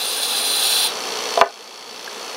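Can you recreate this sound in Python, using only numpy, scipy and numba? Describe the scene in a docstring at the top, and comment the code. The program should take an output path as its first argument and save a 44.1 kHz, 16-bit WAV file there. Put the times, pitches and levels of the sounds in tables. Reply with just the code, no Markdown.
"""A laboratory bench: a handheld air blower hisses, shuts off and is laid down with a tap and a hard knock.
The hiss is noise, partly passed through wandering nozzle resonances; the knocks are short pushes that ring
the bench. A small pump nearby ticks about sixty times a second through its ringing casing, over shaped
ventilation noise with thin tones. Brief small ticks include the bright click of the blower's first touch.
The phone's gain control creeps up while the sound is soft and ducks at the knock, whose peaks clip."""
import sys
import numpy as np
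from scipy import signal
from scipy.fft import rfft, irfft
from scipy.io import wavfile
from scipy.ndimage import uniform_filter1d, map_coordinates
from numba import njit

SR = 44100
rng = np.random.default_rng(int(sys.argv[2]) if len(sys.argv) > 2 else 0)


def to_wav(sig):
    """Store sig (one row per channel, or 1-D mono) as 16-bit WAV at the path in sys.argv[1].

    Samples outside -1..1 are clipped; the rate is SR.
    """
    pcm = np.clip(np.atleast_2d(sig), -1, 1) * 32767
    pcm = np.round(pcm).astype(np.int16)
    wavfile.write(sys.argv[1], SR, pcm.T)  # frames by channels


def elevation(decibels):
    """Turn decibel levels (scalar or array-like) into linear amplitude ratios."""
    levels = np.asarray(decibels, float)
    return 10 ** (levels / 20)


N = 104428  # length in samples
MODE_SCATTER_DB = 1.5  # each resonance differs a little from blow to blow


@njit
def svf(x, hz, width):
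    """Band-pass filter whose centre may move from sample to sample; gain 1 at the centre."""
    y, band, low = np.empty(len(x)), 0., 0.
    for i in range(len(x)):
        g, k = np.tan(np.pi * hz[i] / SR), width / hz[i]
        v = (band + g * (x[i] - low)) / (1 + g * (g + k))
        band = 2 * v - band
        low = low + 2 * g * v
        y[i] = k * v
    return y


def level(x, db):
    """Scale a sound so that its rms (average strength) is db."""
    return x * elevation(db) / np.sqrt(np.mean(x ** 2))


def colour(x, table):
    """Shape a spectrum through points of (Hz, dB), then set the rms to 1."""
    hz = np.arange(N // 2 + 1) * SR / N + 1
    point_hz, point_db = np.array(table).T
    gain = elevation(np.interp(np.log(hz), np.log(point_hz), point_db))
    return level(irfft(rfft(x) * gain, N), 0)


def walk(rate):
    """Slow random curve: levels held for 1 / rate seconds, then smoothed twice."""
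    hold = int(SR / rate)
    steps = np.repeat(rng.standard_normal(N // hold + 1), hold)
    return 1.58 * uniform_filter1d(uniform_filter1d(steps, hold), hold)[:N]


def ring(x, hz, t60):
    """One resonance struck by x, dying away by 60 dB in t60 seconds."""
    return signal.lfilter([1], [1, -np.exp((2j * np.pi * hz - np.log(1000) / t60) / SR)], x).imag


def spikes(times, sizes):
    """Sharp clicks that may fall between samples, each drawn as a short windowed sinc."""
    out, at = np.zeros(N + 64), np.asarray(times) * SR
    for k in range(-7, 9):
        i = np.floor(at).astype(int) + k
        window = np.cos(np.pi * (i - at) / 17) ** 2
        np.add.at(out, np.clip(i, 0, N + 63), sizes * np.sinc(i - at) * window)
    return out[:N]


def jet(t):
    """Turbulent noise in wandering nozzle resonances; at shut-off level and pitch sag, treble first."""
    # The effort of the air jet. 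Each row: time in seconds, level in dB, extra treble in dB.
    effort = np.array([(0, -23, -1.5), (.1, -25.5, 5), (.24, -23.5, 1), (.27, -28.5, 6.5), (0.299, -22, 0),
                       (.45, -23, 4), (.6, -22.5, 3.5), (.75, -23, 1.5), (.865, -21.5, 1)])
    # Resonances of nozzle and jet. Each row: centre in Hz, rough width in Hz,
    # strength in dB (4.5 dB is taken off all of them).
    nozzle = [(793, 105, -9.5), (1224, 68, -17.5), (1570, 220, -11.5), (2720, 510, -6.5), (3450, 290, 0),
              (4057, 144, 1.5), (4650, 160, -9.5), (4800, 300, -10.5), (9600, 530, -2), (9300, 760, -5.5),
              (11760, 840, -13.5), (12500, 500, -27)]
    # Spectrum of the broad hiss. Each row: frequency in Hz, relative level in dB.
    broad_spectrum = [(300, -32), (1000, -11.5), (2000, -15.5), (4000, 4), (5500, -3), (7800, -7.5),
                      (9500, -6), (10700, -11.5), (12000, -6.5), (13500, -7.5), (14600, -7), (15700, -10)]
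    shut_s, shut_db_per_s, shut_treble_db_per_s, shut_sag_per_s = 0.863, -350, -200, -1.4
    surge_db, broad_flicker_db, flicker_db = .8, 1.5, .5
    broad_db, treble_hz = -3, 7000
    mirror_db, mirror_s, mirror_wander_s = -9, .0008, .00008

    shut = np.clip(t - shut_s, 0, .3)  # seconds since shut-off, at most 0.3
    db = np.interp(t, effort[:, 0], effort[:, 1]) + shut_db_per_s * shut + surge_db * walk(29.67)
    treble = np.interp(t, effort[:, 0], effort[:, 2]) + shut_treble_db_per_s * shut

    # The broad hiss follows the treble by half.
    hiss_gain = elevation(broad_db + .5 * treble + broad_flicker_db * walk(64.2))
    out = hiss_gain * colour(rng.standard_normal(N), broad_spectrum)
    # The bench reflects it, with a delay that wanders as the hand moves.
    delayed = (t - mirror_s - mirror_wander_s * walk(5)) * SR
    out += elevation(mirror_db) * map_coordinates(out, [delayed], mode="mirror")

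    for hz, width, peak_db in nozzle:
        centre = hz * np.clip(1 + .004 * walk(25.8) + shut_sag_per_s * shut, .5, 1.1)
        # Filtering twice narrows the band, so each pass is made wider.
        once = svf(rng.standard_normal(N), centre, 1.48 * width)
        band = level(svf(once, centre, 1.48 * width), peak_db - 4.5)
        out += band * elevation(flicker_db * walk(40.7) + treble * (hz > treble_hz))
    return out * elevation(db)


def knocks(t):
    """The blower meets the bench: smooth pushes ring its resonances, plus a noisy crack and a thud."""
    # The blows. Each row: start in seconds, level in dB, contact time in seconds,
    # crack level in dB, tilt of the ringing in dB per octave (around 1000 Hz).
    blows = [(1.3742, -6.5, 0.00054, -20, -4.5), (1.381, -14, .001, -27, 9), (1.3915, -21, 0.0007, -25, -1),
             (1.401, -27, .001, -30, -9), (1.4122, 8.5, 0.00028, -21, 2), (1.416, 8.5, 0.00051, -25, 5),
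             (1.4195, 7.5, 0.00047, -30, -3), (1.4315, -22, 0.00015, -28.5, -3),
             (1.447, -25, 0.0005, -33, -10), (1.467, -5, 0.0013, -29, 6)]
    # Resonances of bench and blower. Each row: frequency in Hz, level in dB,
    # time to fall 60 dB in seconds (capped below).
    bench = [(410, -11, .07), (510, -11, .05), (600, -10, .05), (685, 0, .045), (820, -5, .04),
             (1000, -2, .035), (1227, -5, .035), (1500, -8, .03), (1760, -10, .02), (2000, -12, .02),
             (2330, -11, .02), (2750, -10, .015), (3400, -10, .013), (4400, -10, .01)]
    crack_s, crack_top_hz = 0.00054, 4970
    thud_hz, thud_db = 187, -18
    ring_cap_s_hz, bench_low_hz = 45, 250  # longest ring in seconds times Hz; low limit

    out, weights = np.zeros(N), rng.standard_normal((len(blows), len(bench)))
    for (at, db, contact, crack_db, tilt_db), chance in zip(blows, weights):
        since = np.clip(t - at, 0, 1)
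        push = np.sin(np.pi * np.clip(since / contact, 0, 1)) ** 2
        push = push / push.sum()
        body = 0
        for k, (hz, mode_db, t60) in enumerate(bench):
            mode_gain = elevation(mode_db + tilt_db * np.log2(hz / 1000) + MODE_SCATTER_DB * chance[k])
            # Neighbouring resonances get opposite signs.
            body = body + (-1) ** k * mode_gain * ring(push, hz, min(t60, ring_cap_s_hz / hz))
        burst = (t > at) * np.exp(-since / crack_s) * rng.standard_normal(N)
        crack = svf(burst, np.full(N, .5 * crack_top_hz), 1. * crack_top_hz)
        thud = ring(push, thud_hz, 0.01)
        out += elevation(db) * (.5 * body + elevation(crack_db) * crack + elevation(thud_db) * thud)
    # The knocks keep little bass.
    return signal.lfilter(*signal.butter(1, bench_low_hz, "high", fs=SR), out)


def small_ticks(t):
    """Brief small ticks, among them the bright click of the blower's first touch on the bench."""
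    # Noise bursts that ring one resonance each.
    # Each row: start in seconds, frequency in Hz, level in dB, time to fall 60 dB in seconds.
    tick_table = [(.18, 1600, -26, .05), (.845, 900, -22, .06), (1.3748, 3600, -12, .012),
                  (2.045, 11500, -21, .003), (2.076, 1620, -13, .02)]
    out = 0
    for at, hz, db, t60 in tick_table:
        fade = (t > at) * np.exp(-np.clip(t - at, 0, 1) / 0.0021)
        burst = fade * rng.standard_normal(N) / 7
        out = out + elevation(db) * svf(ring(burst, hz, t60), np.full(N, 1. * hz), 1. * hz)
    return out


def pump():
    """Each stroke ticks the casing and lets out a short noisy puff; every second tick is weaker."""
    # Resonances of the pump casing. Each row: frequency in Hz, level in dB,
    # time to fall 60 dB in seconds (at most 0.02 for the puffs), lag after the stroke in seconds (ticks only).
    casing = [(775, -14, .1, .001), (2325, -9, .08, .0005), (2700, -3, .03, .0005), (3030, -5, .03, .0005),
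              (3300, -1, .03, .0005), (3490, -4, .04, .001), (4070, -5, .04, .001), (4330, 2, .08, .003),
              (4495, 4, .08, .004), (4640, -5, .06, .003), (5270, 1, .02, .001), (5570, -3, .025, .001),
              (5830, 0, .02, .001), (6060, -2, .02, .001)]
    strokes_hz, first_s = 59.61, .0137
    stroke_scatter_db, stroke_jitter_s, alternate_db = 1.0, .000008, -1
    pump_db, puff_db, puff_s = -32.5, -3, 0.0018

    times = np.arange(first_s, N / SR, 1 / strokes_hz)
    chance = rng.standard_normal((len(times), 2 + len(casing)))
    stroke_db = stroke_scatter_db * chance[:, 0]
    weaker_db = alternate_db * (np.arange(len(times)) % 2)
    strokes = spikes(times, elevation(stroke_db))
    puff = signal.lfilter([1], [1, -np.exp(-1 / (puff_s * SR))], strokes) * rng.standard_normal(N)
    ticking = puffing = 0
    for k, (hz, db, t60, lag) in enumerate(casing):
        hit_times = times + lag + stroke_jitter_s * chance[:, 1]
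        hit = spikes(hit_times, elevation(stroke_db + MODE_SCATTER_DB * chance[:, 2 + k] + weaker_db))
        ticking = ticking + (-1) ** k * level(ring(hit, hz, t60), db)
        puffing = puffing + level(ring(puff, hz, min(t60, .02)), db)
    return level(level(ticking, 0) + level(puffing, puff_db), pump_db)


def air(t):
    """Ventilation: shaped noise that swells slowly, with a few thin tones of wavering level."""
    # Steady-pitched tones. Each row: frequency in Hz, middle level in dB.
    hum = [(432, -48.5), (492, -52.5), (1738, -48)]
    # Spectrum of the ventilation noise. Each row: frequency in Hz, relative level in dB.
    air_spectrum = [(30, -60), (100, -28), (190, -15), (210, -8), (330, -9), (450, 2), (620, -4.5),
                    (790, -2.5), (1250, -4), (1690, -12.5), (2140, -10), (3500, -10), (4830, -12.5),
                    (6200, -15), (8200, -21), (9500, -17.5), (10500, -22.5), (12000, -24), (15700, -35.5)]
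    air_db = -30.5
    tones = 0
    for hz, db in hum:
        tones = tones + elevation(db + 2.0 * walk(7.04)) * np.sin(2 * np.pi * (hz * t + rng.random()))
    return elevation(air_db + 1.0 * walk(5.06)) * colour(rng.standard_normal(N), air_spectrum) + tones


def room(x, db):
    """Add the room's echo: a dense fading tail of noise, duller than the source."""
    t60 = 0.17  # seconds
    t = np.arange(SR // 2) / SR
    tail = np.exp(-np.log(1000) * t / t60) * rng.standard_normal(SR // 2) * (t > .004)
    tail = signal.lfilter([1], [1, -.5], tail)
    return x + elevation(db) * signal.fftconvolve(x, tail / np.sqrt(np.sum(tail ** 2)))[:N]


@njit
def gain_control(x, db, rise, top, attack, most):
    """Gain creeps towards its maximum and is pulled down while the output is over the top."""
    y = np.empty(len(x))
    for i in range(len(x)):
        y[i] = x[i] * 10 ** (db / 20)
        over = 20 * np.log10(abs(y[i]) + 1e-9) - top
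        db += (most - db) * rise / SR - max(over, 0.) / (attack * SR)
    return y


def scene():
    """All sources together, mono; the numbers are echo levels in dB."""
    t = np.arange(N) / SR
    bench_work = room(jet(t), -15) + room(knocks(t), -9) + small_ticks(t)
    background = room(pump(), -14) + air(t)
    return (bench_work + background)[None]


def low_pass(x):
    """Removes everything above the highest recorded frequency."""
    return signal.sosfilt(signal.butter(12, 16740, fs=SR, output="sos"), x)


def record(dry):
    """The phone: gain control, bass roll-off, clipping of the peaks, then a steep treble cut."""
    start_db, rise_per_s, top_db, attack_s, max_db = -4., .36, -7.5, .0018, 16.
    mic_low_hz, top_hz = 129, 15720
    x = gain_control(dry[0], start_db, rise_per_s, top_db, attack_s, max_db)
    x = signal.sosfilt(signal.butter(2, mic_low_hz, "high", fs=SR, output="sos"), x)
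    x = np.clip(x, -.97, .97)
    x = signal.sosfilt(signal.ellip(10, .2, 70, top_hz, fs=SR, output="sos"), x)
    return low_pass(x[None])


dry = scene()
out = record(dry)
to_wav(out)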